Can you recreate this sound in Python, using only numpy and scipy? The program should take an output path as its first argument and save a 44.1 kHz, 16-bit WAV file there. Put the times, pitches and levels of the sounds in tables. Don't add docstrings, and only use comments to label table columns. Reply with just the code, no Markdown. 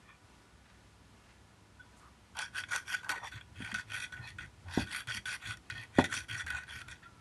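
import sys
import numpy as np
from scipy import signal
from scipy.fft import rfft, irfft, next_fast_len
from scipy.io import wavfile
from scipy.ndimage import uniform_filter1d, map_coordinates

SR = 44100
rng = np.random.default_rng(int(sys.argv[2]) if len(sys.argv) > 2 else 0)


def unload_wav(signal):
    wavfile.write(
        sys.argv[1],
        SR,
        np.round(np.clip(np.atleast_2d(signal).T, -1, 1) * 32767).astype(np.int16),
    )


def rack_gain(trim_db):
    fader = np.asarray(trim_db, float)
    return 10 ** (fader / 20)


N = 317819
TIME = np.arange(N) / SR

# (start [s], length [s], force [dB], lean from start to end [dB], spot [dB])
CRUSHES = [
    (2.36, .15, -40, -8, -9),
    (2.532, .14, -42, -1, -8),
    (2.686, .152, -36, -2, -11),
    (2.858, .165, -40, 2.5, -7.5),
    (6.1, .15, -36.5, -4, -6),
    (6.875, .12, -48.5, -5, -7),
]
# [s, s, dB, dB, dB]
PUSHES = [
    (3.21, 0.1, -57.3, 6, 7),
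    (3.56, 0.19, -51.3, -4.5, -1.6),
    (3.888, 0.195, -49, -9.5, 2.5),
    (4.225, 0.11, -61.0, -8, 11.5),
    (4.675, 0.18, -46.5, 5, 1.3),
    (4.878, 0.162, -44, -10, -2.0),
    (5.415, 0.14, -44.5, -5, 0.5),
    (5.945, 0.093, -46, 1, 1.5),
    (6.688, 0.15, -52.0, -16, 2.3),
]
# [s, s, dB, dB, dB]
PULLS = [
    (3.096, .055, -35, -14, -13.5),
    (3.744, .1, -45, -7, -4),
    (5.072, .134, -45.5, 4, 1.5),
    (5.255, .13, -41, 0.5, -6),
    (5.701, 0.18, -62, -5, 9),
    (6.04, .05, -50, -15, 8),
    (6.283, 0.16, -47, -2.5, -1.5),
]
# [s, s, dB, dB, dB]
SLIDES = [
    (3.03, .06, -42.5, 4, -18),
    (3.125, 0.11, -53.5, -12, 3),
    (3.315, .12, -53.5, -19, -0.5),
    (4.122, 0.044, -47, -4, -2),
    (4.165, .07, -61, 2, 9),
    (4.384, 0.098, -51, -4, 2),
    (6.463, 0.18, -45.5, -3.5, -3),
    (7.026, .07, -60, -4, 3),
]
# (attack [s], start level [dB], release [s], end level [dB], grit in the higher rings [dB])
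CRUSH_SHAPE = (0.04, -13, 0.08, -25, 1)
PUSH_SHAPE = (0.06, -12.5, .03, -20, 0)
PULL_SHAPE = (0, -2, .032, -26.5, -.5)
SLIDE_SHAPE = (0, -2.5, 0.06, -18, -7)

# (pitch [Hz], width [Hz], level [dB])
FIRST_RING = [(1480, 62, 6.5), (1638, 79, 0), (1160, 300, -19)]
SECOND_RING = [(1850, 96, 0.5), (1976, 32.5, 2.5), (2046, 100, -7.5)]
UPPER_RINGS = [(2502, 82, 1), (2362, 130, -2), (3438, 59, -3.5), (3239, 110, -1.5), (3524, 286, -11.5),
               (2965, 630, -20)]
HIGH_RINGS = [(2000, 890, -7), (4584, 128, -1.5), (5750, 400, -2), (4830, 710, -9), (6480, 450, -12),
              (9420, 1180, -7.5), (11220, 760, -10.5)]
RINGS = [FIRST_RING, SECOND_RING, UPPER_RINGS, HIGH_RINGS]
SPOT_SHARE = [1, 0.86, 0.68]
RING_DB = [-1.5, 1, -4]
TRAVEL_DB = [4.5, 2, 6.5]

# (time [s], peak [dB], brightness [dB])
GRAINS = [(2.369, -27, -5), (2.3895, -20, -7), (2.4405, -26, -18), (2.584, -19.5, -21),
          (2.6364, -19.5, -32), (2.734, -24, -13), (2.7538, -16.5, -24), (2.879, -24, -30),
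          (2.945, -19.5, -14), (3.0926, -12, -14), (3.1236, -22, -25), (3.41, -26.5, -31),
          (3.716, -23.5, -20), (3.7425, -17, -15.5), (3.9535, -19.5, -19), (4.122, -30, -30),
          (4.8033, -25, -9), (5.072, -22.5, -13), (5.109, -21, -21), (5.2558, -24, -35),
          (5.3373, -24, -17), (5.7, -14.5, -18), (5.835, -36, -8), (5.9863, -13, -20),
          (6.0415, -14, -15.5), (6.1243, -16, -22), (6.4643, -20, -16.5), (6.5033, -18, -19),
          (6.8154, -25, -12), (6.8834, -24.5, -18),
          (2.9235, -17, -25), (3.045, -38, -12), (3.086, -35, -12), (3.244, -30, -19),
                (3.917, -36, -17), (4.062, -30, -20), (4.384, -35, -25), (4.46, -42, -6), (5.086, -24, -14),
                (5.46, -22, -22), (5.5712, -35, -8), (6.44, -33, -18), (6.635, -36, -14)]

# (middle [s], length [s], level [dB], pitch [Hz], width [Hz])
RUSTLES = [(.09, 0.082, -61.5, 1150, 240), (.085, 0.083, -59.5, 1790, 130), (.095, .11, -63.5, 2390, 180),
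           (.1, 0.08, -68.5, 3400, 200), (.7, 0.15, -66.5, 1500, 2000), (1.3, 0.13, -64, 1790, 2400),
           (1.812, 0.046, -54.5, 1481, 70.5), (1.817, 0.054, -70, 3400, 100),
           (1.935, 0.026, -63, 1530, 120), (1.994, 0.042, -64.5, 8000, 4000),
           (2.044, 0.089, -60.5, 1210, 300), (3.173, 0.029, -53, 447, 300), (4.26, 0.064, -54.5, 4190, 300),
           (5.785, .1, -57, 4300, 900), (5.708, .012, -46, 4300, 1500), (5.992, 0.018, -28, 1530, 1870),
           (6.383, 0.014, -39, 5740, 200)]
# (middle [s], length [s], level [dB])
SQUEEZES = [(2.402, .066, -42), (2.73, 0.078, -52), (3.126, 0.12, -47.5), (3.245, .063, -45),
            (3.702, .061, -54), (4.18, .036, -56), (4.257, .084, -56), (4.727, 0.09, -49.5),
            (5.782, 0.14, -59.5), (6.553, .1, -53), (6.706, 0.046, -60)]
# (middle [s], length [s], level [dB], pitch [Hz])
SINGING = [(3.193, .14, -50.5, 1860), (3.2, .09, -58, 3500), (3.235, .09, -63, 5760),
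           (3.261, 0.04, -53, 3477), (4.176, .13, -49, 1480), (4.248, .12, -49, 1830),
           (4.311, .025, -50, 1870), (4.258, .076, -52, 2510), (5.727, 0.06, -48.5, 1467),
           (5.765, 0.089, -44.5, 1830), (5.765, 0.12, -53, 2538), (6.537, 0.12, -40, 1479),
           (6.554, .17, -49, 2489), (6.837, .11, -57.5, 1370), (7.046, 0.045, -55.5, 1374),
           (7.152, 0.13, -66, 1337)]

# (time [s], peak [dB], pitch [Hz], t60 [s])
THUDS = [(3.099, -46.5, 300, 0.089), (3.343, -47, 110, .08), (3.604, -36, 244, 0.022),
         (3.622, -38, 198, 0.037), (3.728, -39.5, 211, 0.12), (4.191, -41.5, 116, 0.27),
         (4.657, -39.5, 87, 0.36), (4.775, -14.5, 255, 0.012), (4.791, -28.5, 217, 0.038),
         (4.806, -37.5, 250, 0.035), (5.149, -48.5, 208, 0.23), (5.468, -60, 110, .08),
         (5.985, -14.5, 577, 0.021), (5.9868, -9.5, 262, 0.015), (5.9928, -15, 880, 0.0053),
         (5.999, -17.5, 325, 0.01), (6.017, -30, 241, 0.042), (6.17, -48, 270, 0.048),
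         (6.435, -41, 75.7, 0.35), (5.075, -42, 117.4, 0.25), (5.72, -45.5, 118, 0.27),
         (6.3, -44, 116, .14), (6.36, -45, 108, .14), (6.53, -41, 72.4, 0.25), (6.69, -48, 74, .2)]
# (pitch [Hz], width [Hz], level [dB])
TABLE = [(86, 12, 9), (122, 30, 4), (250, 96, -7), (335, 86, -10), (577, 27, 0), (756, 100, 3.5),
         (970, 130, -2.5)]
# (time [s], level [dB])
ROCKS = [(3.36, -48.5), (3.62, -48), (3.73, -46.5), (3.96, -47.5), (4.2, -49.5), (4.3, -49), (4.42, -48),
         (4.68, -48.5), (4.8, -41.5), (5.17, -47.5), (5.49, -45), (5.75, -48.5), (6.0, -40), (6.17, -49.5),
         (6.34, -45), (6.5, -52.5), (6.77, -51), (6.9, -54), (7.05, -54.5)]
# (frequency [Hz], level [dB per Hz])
RUMBLE = [(15, -66), (25, -9), (59, 4.5), (113, 8.5), (161, -7), (243, -14.5), (325, -11), (450, -37),
          (580, -93), (990, -120)]

# (frequency [Hz], t60 [s])
WALLS = [(100, 0.41), (1000, 0.15), (10000, 0.21)]
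# (frequency [Hz], level [dB per Hz])
KITCHEN = [(15, -68), (25, -34), (48, -1), (107, -4), (135, -9.5), (166, -6.5), (379, -16), (545, -19.5),
           (964, -17.5), (1040, -19.5), (1420, -19.5), (1620, -23), (1750, -21.5), (9180, -33.5),
           (12200, -38.5), (15900, -78), (22000, -120)]
# (pitch [Hz], rms level [dB])
HUM = [(64.6, -63.5), (102.3, -69), (979.8, -78), (1179, -86), (1470, -79.5), (1717, -83)]


def unit(x):
    return x / np.sqrt(np.mean(x ** 2) + 1e-20)


def along(points, hz):
    f, v = np.transpose(points)
    return np.interp(np.log(hz + 1), np.log(f + 1), v)


def wobble(rate):
    coarse = TIME[::32]
    curve = map_coordinates(rng.standard_normal(int(N * rate / SR) + 4), [coarse * rate])
    return np.interp(TIME, coarse, 2 * np.tanh(curve / 2))


def filtered(x, response):
    m = next_fast_len(N + SR // 2)
    return irfft(rfft(x, m) * response(np.fft.rfftfreq(m, 1 / SR)), m)[:N]


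def ring(x, modes):
    return sum((-1) ** k * rack_gain(db) * signal.lfilter(*signal.iirpeak(hz, hz / width, SR), x)
               for k, (hz, width, db) in enumerate(modes))


def coloured(spectrum):
    return unit(filtered(rng.standard_normal(N), lambda f: rack_gain(along(spectrum, f))))


def grit(per_second, spread_db, clump_db, smear):
    draw = rng.random((2, N))
    size_db = np.minimum(-spread_db * np.log(1 - draw[1]), 1.96 * spread_db)
    hits = (draw[0] < per_second / SR) * rack_gain(size_db)
    t = TIME[:900]
    crumbs = rack_gain(-60 * t / 0.01) + 3.0 * rack_gain(-60 * t / 0.00097)
    trails = signal.fftconvolve(hits, crumbs)[:N]
    return unit((unit(trails) + smear) * rng.standard_normal(N) * rack_gain(clump_db * wobble(50)))


def patchy(x, depth_db):
    z = signal.stft(x, nperseg=256)[2]
    field = uniform_filter1d(rng.standard_normal(z.shape), size=3, axis=0)
    field = uniform_filter1d(field, size=9, axis=1)
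    return signal.istft(z * rack_gain(depth_db * unit(field)), nperseg=256)[1][:N]


def grinding():
    force = unit(patchy(grit(per_second=220, spread_db=4, clump_db=1, smear=1.23), depth_db=2.5))
    out = np.zeros(N)
    trims_db = [0.78, 0.76, -0.64, 0.23]
    for gain, modes, trim_db in zip(pressure(), RINGS, trims_db):
        scale = np.sqrt(sum(np.pi * w / SR * rack_gain(db) ** 2 for _, w, db in modes))
        for k, mode in enumerate(modes):
            nodes_db = 2.57 * wobble(12)
            out += (-1) ** k * ring(force * gain * rack_gain(trim_db + nodes_db), [mode]) / scale
    return out


def pressure():
    land_share, land_db = .35, -14
    lift_s, lift_db = .0054, -37
    upper_grit = 0.87
    grit_grows, firm_db = 0.19, -45.5
    gains = np.zeros((4, N))
    kinds = [(CRUSHES, CRUSH_SHAPE), (PUSHES, PUSH_SHAPE), (PULLS, PULL_SHAPE), (SLIDES, SLIDE_SHAPE)]
    for strokes, (attack, start_db, release, end_db, grit_db) in kinds:
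        land_s = land_share * attack
        for s, length, db, lean_db, spot_db in strokes:
            span = slice(round((s - land_s) * SR), round((s + length + lift_s) * SR))
            t = TIME[span] - s
            way = t / length - .5
            stop = max(length - release, attack + .001)
            shape_db = np.interp(t, [-land_s, 0, attack, stop, length, length + lift_s],
                                 [start_db + land_db, start_db, 0, 0, end_db, end_db + lift_db])
            force_db = db + lean_db * way + shape_db
            others = [force_db + ring_db + share * spot_db + travel_db * way
                      for ring_db, share, travel_db in zip(RING_DB, SPOT_SHARE, TRAVEL_DB)]
            others[1] = others[1] + upper_grit * grit_db
            others[2] = others[2] + grit_db + grit_grows * (force_db - firm_db)
            gains[:, span] = np.maximum(gains[:, span], rack_gain(np.array([force_db] + others)))
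    return gains


def drags():
    force = grit(per_second=270, spread_db=1.5, clump_db=4.0, smear=1.4)
    out = np.zeros(N)
    squeezes = [row + (924, 396) for row in SQUEEZES]
    singing = [row + (46,) for row in SINGING]  # width, Hz
    for s, length, db, hz, width in RUSTLES + squeezes + singing:
        start = max(round((s - length) * SR), 0)
        end = round((s - length) * SR) + round((2 * length + .05) * SR)
        t = TIME[start:][:end - min(round((s - length) * SR), start) if start else end - round((s - length) * SR)]
        t = TIME[start:max(start, 0) + len(t)] if start else TIME[:end]
        swell = np.exp(-.5 * ((t - s) / (length / 3)) ** 2) * force[start:][:len(t)]
        b, a = signal.iirpeak(hz, hz / width, SR)
        rub = signal.lfilter(b, a, signal.lfilter(b, a, swell))
        out[start:][:len(t)] += rack_gain(db) * rub / np.sqrt(np.pi * width / SR / 2)
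    return out


def cracks():
    force, t = np.zeros((4, N + 2000)), TIME[:2000]
    for s, db, bright_db in GRAINS:
        burst = rng.standard_normal(2000) * (rack_gain(-60 * t / 0.018) + 0.83 * rack_gain(-60 * t / 0.0029))
        burst = burst / np.linalg.norm(burst)
        share_db = np.array([19, 17, 17, bright_db + 22]) + 2.7 * rng.standard_normal(4)
        force[:, round(s * SR):][:, :2000] += rack_gain(db + share_db)[:, None] * burst
    return sum(ring(f[:N], modes) for f, modes in zip(force, RINGS))


def thuds():
    push, rattle, t = np.zeros(N + SR), np.zeros(N + SR), TIME[:SR // 4]
    for s, db, hz, t60 in THUDS:
        start = round(s * SR)
        swing = np.sin(2 * np.pi * hz * t) * rack_gain(-60 * t / t60) * (1 - np.exp(-t * hz * 3))
        push[start:][:len(t)] += rack_gain(db) * swing / np.max(np.abs(swing))
        rattle[start:][:len(t)] += rack_gain(db - 60 * t / 0.13) * rng.standard_normal(len(t))
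    return push[:N] + rack_gain(-4) * ring(rattle[:N], TABLE)


def rumble():
    rise, fall = 222, 150
    sway_s = .04
    level_db = np.where(TIME > 2.3, -61.5, -90.)
    for s, db in ROCKS:
        slope = np.where(TIME < s, rise, fall)
        level_db = np.maximum(level_db, db - slope * np.abs(TIME - s))
    level_db = uniform_filter1d(level_db, size=round(sway_s * SR))
    return rack_gain(level_db + 4.7 * wobble(22)) * coloured(RUMBLE)


def walls(x):
    hz, t, z = signal.stft(rng.standard_normal(SR // 3), SR, nperseg=256)
    decay = rack_gain(-60 * t / along(WALLS, hz)[:, None])
    tail = signal.istft(z * decay, SR, nperseg=256)[1]
    late = np.pad(x, (250, 0))
    return signal.fftconvolve(late, tail / np.linalg.norm(tail))[:N]


def kitchen():
    breath_db = -0.08 + 0.21 * wobble(2.06) + 0.76 * wobble(6.5)
    noise = rack_gain(-60 + breath_db) * coloured(KITCHEN)
    tones = sum(rack_gain(db + 4.6 * wobble(3.01)) * np.sin(2 * np.pi * hz * TIME + 1.14 * wobble(6))
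                for hz, db in HUM)
    return noise + tones


def scene():
    near = grinding() + drags() + cracks() + thuds()
    return (near + rack_gain(-13.5) * walls(near) + rumble() + kitchen())[None]


def low_pass(x):
    return signal.sosfilt(signal.butter(12, 12360, fs=SR, output="sos"), x)


def record(dry):
    low_hz, top_hz = 51.7, 12040
    heard = filtered(dry[0], lambda f: (1j * f / (low_hz + 1j * f)) ** 2 / np.sqrt(1 + (f / top_hz) ** 30))
    return low_pass(heard[None])


dry = scene()
out = record(dry)
unload_wav(out)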